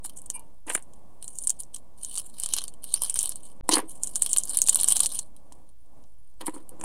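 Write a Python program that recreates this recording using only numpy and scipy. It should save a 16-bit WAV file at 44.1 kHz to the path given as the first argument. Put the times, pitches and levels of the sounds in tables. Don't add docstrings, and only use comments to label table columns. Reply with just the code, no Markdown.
import sys
import numpy as np
from scipy import signal
from scipy.fft import rfft, irfft
from scipy.io import wavfile
from scipy.ndimage import uniform_filter1d

SR = 44100
rng = np.random.default_rng(int(sys.argv[2]) if len(sys.argv) > 2 else 0)


def transcribe(u):
    v = np.clip(np.atleast_2d(u).T, -1, 1)
    q = np.round(v * 32767).astype(np.int16)
    wavfile.write(sys.argv[1], SR, q)


N = 301644
TIME = np.arange(N) / SR

# t/s, rms level/dB
BACKGROUND_LEVEL = [(0.0, -60.5), (0.369, -58), (0.519, -60), (0.619, -73), (0.888, -58), (1.956, -61.5),
                    (2.564, -59), (3.293, -58.5), (4.939, -52.5), (5.378, -62.5), (5.587, -57),
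                    (5.777, -76), (5.986, -56.5), (6.116, -72.5), (6.366, -71.5), (6.834, -51.5)]
# f/Hz, relative density/dB per Hz
BACKGROUND_SPECTRUM = [(80, -12), (130, -1.5), (270, -1), (420, -9.5), (520, -4.5), (1100, -11),
                       (1350, -27), (5300, -38), (9300, -25.5), (16000, -51)]
# f/Hz, relative density/dB per Hz
RUMBLE_SPECTRUM = [(20, -3), (60, -6), (110, -16), (200, -46)]
RUMBLE_DB = -58

# start t/s, length/s, treble crackle rms at start/dB, at end/dB,
# broad panels against that crackle/dB
SQUEEZES = [(0.046, 0.012, -28, -30.5, -8.5), (0.171, 0.025, -32, -45.5, -14), (0.298, 0.016, -44, -57, -7),
            (0.67, 0.078, -42.5, -26.5, -12.5), (1.218, 0.23, -56, -40.5, -17.5),
            (1.599, 0.041, -31, -56, -12), (1.745, 0.0097, -30.5, -42.5, -10),
            (1.978, 0.22, -46.5, -29.5, -7.5), (2.246, 0.2, -45.5, -68, -10), (2.342, 0.26, -48.5, -32, -2),
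            (2.836, 0.14, -41.5, -32.5, -4), (3.021, 0.11, -20.5, -44, -4.5), (3.157, 0.23, -22, -50, -5),
            (3.433, 0.089, -42.5, -52, -6.5), (3.717, 0.064, -20, -22.5, -2),
            (3.888, 0.18, -36.5, -68.5, -11), (4.031, 0.31, -35.5, -53, -12.5),
            (4.213, 0.51, -33.5, -43.5, -7.5), (4.47, 0.22, -36, -38, -9.5), (4.72, 0.21, -36, -27, -5.5),
            (4.964, 0.027, -20.5, -29.5, -3), (5.032, 0.014, -18.5, -19, -5),
            (5.093, 0.11, -30, -34.5, -5.5), (6.414, 0.017, -24, -56, -2.5), (6.462, 0.018, -28, -36, -8),
            (6.546, 0.068, -39, -63, -8.5), (6.799, 0.058, -57, -44, -20)]
GRIP_DB_PER_S, RELEASE_DB_PER_S = 2500, 603.5
# t/s, treble peak level/dB, peak of the broad panels against the treble/dB
SNAPS = [(0.0966, -20.5, -3.5), (0.2183, -28, -16), (0.2604, -27.5, -17), (0.3017, -7.5, -11.5),
         (0.395, -27, -16), (0.699, -12, -14.5), (0.751, -6, -21.5), (0.825, -31, -24),
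         (0.936, -34.5, -6.5), (1.2266, -17.5, -5), (1.244, -21, -10), (1.28, -15.5, -10.5),
         (1.3869, -14, -18), (1.438, -20, -14), (1.4724, -3.5, -14), (1.4755, -10, -17),
         (1.4955, -7.5, -32), (1.5034, -4, -10), (1.604, -31, -10), (1.635, -25, -14), (1.763, -18, -5.5),
         (2.048, -14, -13), (2.176, -20, 8.5), (2.155, -14, -5), (2.1816, -11, -42), (2.3996, -12, -13.5),
         (2.42, -22, -4), (2.436, -6.5, -7), (2.461, -7, -5.5), (2.4896, -13, -3.5), (2.537, -3.5, -13.5),
         (2.538, -10.5, 7.5), (2.566, -7, -3.5), (2.5854, -5.5, 1), (2.64, -8.5, -5), (2.681, -16, -4.5),
         (2.7394, -30, -5), (2.842, -13.5, -6.5), (2.941, 0.5, -9), (2.96, -24, 5), (3.0206, -8.5, -48),
         (3.0978, -6.5, -8), (3.1425, -10, -44), (3.1904, -1, -12.5), (3.23, -7.5, -42), (3.258, -6, -6),
         (3.2934, -10, -40), (3.3209, -18, -0.5), (3.358, -17.5, -18), (3.692, 0.5, -4.5),
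         (3.7566, -6.5, -28), (3.783, -9, -11.5), (4.035, -5, -23), (4.073, -13, -15),
         (4.1571, -4.5, -10.5), (4.163, -8.5, -9), (4.2224, 3, -13.5), (4.2333, -12, -24), (4.263, -4, -3),
         (4.332, -1.5, -49.5), (4.3638, -6.5, -0.5), (4.3723, 0.5, -11.5), (4.3841, -2, -28.5),
         (4.4015, -22.5, -27), (4.436, -12, -50.5), (4.4545, -16.5, -18), (4.495, -12, -35),
         (4.547, -10, -3.5), (4.556, -22, -28), (4.5721, -1, -33.5), (4.5887, -2, -8), (4.6181, 5, -16),
         (4.64, -13, -22), (4.665, -15.5, -25.5), (4.674, -6.5, -22), (4.686, 1, -5), (4.694, 3, -52.5),
         (4.746, -3.5, -49.5), (4.758, 3, -6), (4.772, -12, -26), (4.8005, -4, -5.5), (4.812, -6, -28.5),
         (4.8334, -2.5, -7.5), (4.844, -2, -12), (4.8794, -6, -6.5), (4.8857, 4, -10.5), (4.912, -9, -1),
         (4.923, 4, -7.5), (4.959, -6.5, -7), (4.968, 0, -6), (4.98, -14.5, -35), (4.994, -9, -17),
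         (5.004, 1.5, -5.5), (5.006, 1, -11.5), (5.06, -2, -5), (5.0668, -6.5, -21), (5.1392, -26, -6),
         (5.1486, -16, -15), (5.1713, -36, -20), (5.191, -5, -7.5), (5.3654, -32, -4.5), (5.524, -27, -5),
         (5.692, -42, -6), (6.04, -43, 2), (6.6928, -22.5, -12), (6.8131, -22, -36), (6.8395, -18, -25)]
BEFORE_DB, BEFORE_DB_PER_S = -35, 1999
AFTER_DB, AFTER_DB_PER_S = -33, 496.5
HELD_DB = -72
PANELS_DB = -6
# f/Hz, relative density/dB per Hz
FILM_SPECTRUM = [(400, -24), (1050, -21), (1550, -22.5), (2300, -23), (3000, -13.5), (3600, -9),
                 (4330, -12), (4850, -9.5), (5600, -8), (9100, 8), (11200, -4.5), (13200, -9.5),
                 (16000, -21)]
PANELS_HZ = 5375
# nominal f/Hz, width/Hz, nominal level/dB
FACES = [(1180, 120, -3), (1618, 170, -12.5), (3144, 150, -5), (4390, 80, -0.5)]
FACE_SPREAD_DB = 5

# t/s, peak level/dB, hardness/dB per octave
KNOCKS = [(0.049, -37.5, 4), (0.301, -40, 13), (0.666, -41, -12.5), (0.701, -18.5, 39.5),
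          (0.713, -26, 44.5), (0.7515, -16.5, 30.5), (0.777, -31.5, 27), (3.691, -11, 0),
          (3.714, -22.5, 10), (3.729, -19.5, -12.5), (3.756, -18, 6), (3.7695, -13, 4), (3.783, -23.5, 4),
          (3.7901, -19, 4), (5.52, -42.5, 3.5), (6.412, -32.5, 11.5), (6.481, -22, -1.5),
          (6.563, -33.5, -8), (6.812, -33, 19), (6.837, -25, 4)]
# start t/s, length/s, rms at start/dB, at end/dB, hardness/dB per octave
DRAGS = [(0.677, 0.12, -40, -54.5, 12), (3.71, 0.085, -35, -35, 9.5), (3.829, 0.036, -36.5, -55, -17),
         (6.409, 0.045, -38.5, -51, 0), (6.471, 0.015, -42, -42.5, 6), (6.538, 0.064, -45.5, -50, -6),
         (6.718, 0.023, -49, -47.5, -14), (6.795, 0.06, -44.5, -50, -7.5)]
TOUCH_DB_PER_S, LIFT_DB_PER_S = 4000, 543.5
# nominal f/Hz, width/Hz, nominal level/dB
TABLE_MODES = [(318, 42, 1), (415, 40, -7), (513, 37, -3.5), (800, 100, -13), (980, 120, 3),
               (1110, 180, -8.5), (1830, 660, -5), (2600, 940, -20)]
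# f/Hz, relative level/dB, time to fall 60 dB/s
BLADE_MODES = [(906, -27.5, 0.34), (994, -28.5, 0.23), (2380, -22.5, 0.12), (2767, -26, 0.046),
               (2840, -31, 0.18), (4760, -36, 0.08), (6331, -38, 0.11), (8400, -4.5, 0.031),
               (9470, 1, 0.036), (11300, -12, 0.025)]
BLADES_S, BLADES_DB = 0.3324, -26.5

# t/s, fraction of full scale
RESTING_VOLTAGE = [(0, .019), (2.2, .017), (2.45, .024), (5.2, .023), (5.5, .014), (6.84, .024)]
# t/s, gain/linear
DROPOUT = [(3.61, 1), (3.6101, 0), (3.624, 0), (3.632, .1), (3.639, 1)]
EDGE_HZ = 16200


def amp(db):
    return 10 ** (np.asarray(db) / 20)


def evened(x):
    return x / np.sqrt(np.mean(x ** 2) + 1e-20)


def follow(rows):
    return np.interp(TIME, *np.transpose(rows))


def read(points, hz):
    f, db = np.transpose(points)
    return np.interp(np.log(hz + 1), np.log(f + 1), db)


def add(mix, s, sound):
    part = mix[round(s * SR):][:len(sound)]
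    part += sound[:len(part)]


def gesture(start, length, first_db, last_db, rise_db, fall_db):
    db = np.interp(TIME, [start, start + length], [first_db, last_db])
    early = np.maximum(start - TIME, 0)
    late = np.maximum(TIME - start - length, 0)
    return amp(db - rise_db * early - fall_db * late)


def resonate(x, hz, width):
    r = np.exp(-np.pi * width / SR)
    turn = 2 * np.pi * hz / SR
    return signal.lfilter([2 * (1 - r) * np.sin(turn)], [1, -2 * r * np.cos(turn), r * r], x)


def coloured(points):
    gain = amp(read(points, np.fft.rfftfreq(N, 1 / SR)))
    return evened(irfft(rfft(rng.standard_normal(N)) * gain, N))


def background():
    noise = amp(follow(BACKGROUND_LEVEL)) * coloured(BACKGROUND_SPECTRUM)
    return noise + amp(RUMBLE_DB) * coloured(RUMBLE_SPECTRUM)


def causal(db_of, size=4096):
    hz = abs(np.fft.fftfreq(size, 1 / SR))
    log_gain = np.log(amp(np.maximum(db_of(hz), -100)))
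    return np.fft.ifft(np.exp(np.conj(signal.hilbert(log_gain)))).real[:size // 2]


def film_bands():
    slope_db = lambda hz: 60 * np.log10((hz + 1) / PANELS_HZ)
    treble = causal(lambda hz: read(FILM_SPECTRUM, hz) + np.minimum(slope_db(hz), 0))
    panels = causal(lambda hz: read(FILM_SPECTRUM, hz) - np.maximum(slope_db(hz), 0))
    return treble / np.linalg.norm(treble), panels / np.linalg.norm(panels)


def buckle(tail_db):
    t = np.arange(2600) / SR
    noise, chance = rng.standard_normal(len(t)), rng.random(len(t))
    follows = chance < 1000 / SR
    jumps = (t == 0) + .4 * noise * np.exp(-t / .004) * follows
    tail = amp(tail_db - 60 * t / 0.048) * noise[::-1]
    drive = jumps + tail
    sound = .1 * drive + resonate(drive, rng.uniform(6000, 11500), 2000)
    for hz, width, db in FACES:
        level_draw, pitch_draw = rng.standard_normal(2)
        face = resonate(drive, hz * (1 + .035 * pitch_draw), width)
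        sound += amp(db + FACE_SPREAD_DB * level_draw) * face
    return sound


def shifting(x, patchy_db):
    z = signal.stft(x, nperseg=256)[2]
    patches = uniform_filter1d(rng.standard_normal(z.shape), 7, axis=0)
    patches = uniform_filter1d(patches, 14, axis=1)
    return evened(signal.istft(z * amp(patchy_db * evened(patches)), nperseg=256)[1][:N])


def working():
    kicks = np.zeros(N)
    for s, db, _ in SNAPS:
        add(kicks, s, amp([db]))
    wake = signal.lfilter([1], [1, -amp(-AFTER_DB_PER_S / SR)], kicks)
    run_up = signal.lfilter([1], [1, -amp(-BEFORE_DB_PER_S / SR)], kicks[::-1])[::-1]
    idle = amp(HELD_DB) + amp(AFTER_DB) * wake + amp(BEFORE_DB) * run_up
    moves = np.array([gesture(*row[:-1], GRIP_DB_PER_S, RELEASE_DB_PER_S) for row in SQUEEZES])
    panel_share = amp([row[-1] for row in SQUEEZES])
    return idle + moves.sum(0), amp(PANELS_DB) * idle + panel_share @ moves


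def crackle(treble, panels):
    swell = uniform_filter1d(uniform_filter1d(rng.standard_normal(N), 250), 250)
    clumps = amp(3.6 * evened(swell))
    size = amp(6.5 * np.minimum(rng.exponential(1, N), 2.1))
    creases = clumps * size * (rng.random(N) < 1000 / SR)
    kind = rng.integers(0, 12, N)
    drive = sum(signal.oaconvolve(creases * (kind == k), buckle(tail_db=-26.0))[:N] for k in range(12))
    powder = amp(-14.0) * clumps * rng.standard_normal(N)
    drive = shifting(evened(drive) + powder, patchy_db=3.5)
    high, low = (evened(signal.oaconvolve(drive, h)[:N]) for h in (treble, panels))
    high_gain, low_gain = working()
    return high_gain * high + low_gain * low


def table_ring(hardness_db):
    t = np.arange(4096) / SR
    ring = np.zeros(len(t))
    for hz, width, db in TABLE_MODES:
        spot_db, detune = rng.standard_normal(2) * [2, .018]
        gain = amp(db + spot_db + hardness_db * np.log2(hz)) * np.sqrt(width)
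        ring += gain * np.exp(-np.pi * width * t) * np.sin(2 * np.pi * hz * (1 + detune) * t)
    return signal.lfilter(*signal.butter(4, 245, "high", fs=SR), ring)


def table():
    out = np.zeros(N)
    t = np.arange(400) / SR
    for s, db, hardness_db in KNOCKS:
        push = 0.12 * rng.standard_normal(len(t)) * np.exp(-t / 0.0044)
        push[0] = 1
        push = np.convolve(push, np.hanning(24 if hardness_db < 4 else 12))
        blow = signal.fftconvolve(push, table_ring(hardness_db))
        add(out, s, amp(db) * blow / abs(blow).max())
    grit = rng.standard_normal(N) * amp(5.0 * np.minimum(rng.exponential(1, N), 6))
    for *move, hardness_db in DRAGS:
        slide = evened(signal.oaconvolve(grit, table_ring(hardness_db))[:N])
        out += gesture(*move, TOUCH_DB_PER_S, LIFT_DB_PER_S) * slide
    return out


def snaps(treble, panels):
    out = np.zeros(N)
    for s, db, panel_db in SNAPS:
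        drive = buckle(tail_db=-29)
        high, low = (signal.fftconvolve(drive, h)[:len(drive)] for h in (treble, panels))
        rise_s = abs(high[:40]).argmax() / SR
        snap = high / abs(high).max() + amp(panel_db) * low / abs(low).max()
        add(out, s - rise_s, amp(db) * snap)
    return out


def scissors():
    t = np.arange(SR // 4) / SR
    wobble = uniform_filter1d(rng.standard_normal((len(BLADE_MODES), len(t))), 150)
    flutter = 1 + 0.43 * evened(wobble)
    rub = np.hanning(1600) ** .5
    sound = np.zeros(len(t))
    for (hz, db, t60), flicker in zip(BLADE_MODES, flutter):
        swell = signal.fftconvolve(rub, amp(db - 60 * t / t60))[:len(t)]
        sound += swell * flicker * np.sin(2 * np.pi * (hz * t + rng.random()))
    out = np.zeros(N)
    add(out, BLADES_S, amp(BLADES_DB) * sound / abs(sound).max())
    return out


def scene():
    film = film_bands()
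    return (background() + crackle(*film) + table() + snaps(*film) + scissors())[None]


def record(dry):
    wet = np.clip((dry + follow(RESTING_VOLTAGE)) * follow(DROPOUT), -1, 1)
    taps = signal.firwin(255, EDGE_HZ, window=("kaiser", 9), fs=SR)
    return signal.oaconvolve(wet, taps[None], "same")


dry = scene()
out = record(dry)
transcribe(out)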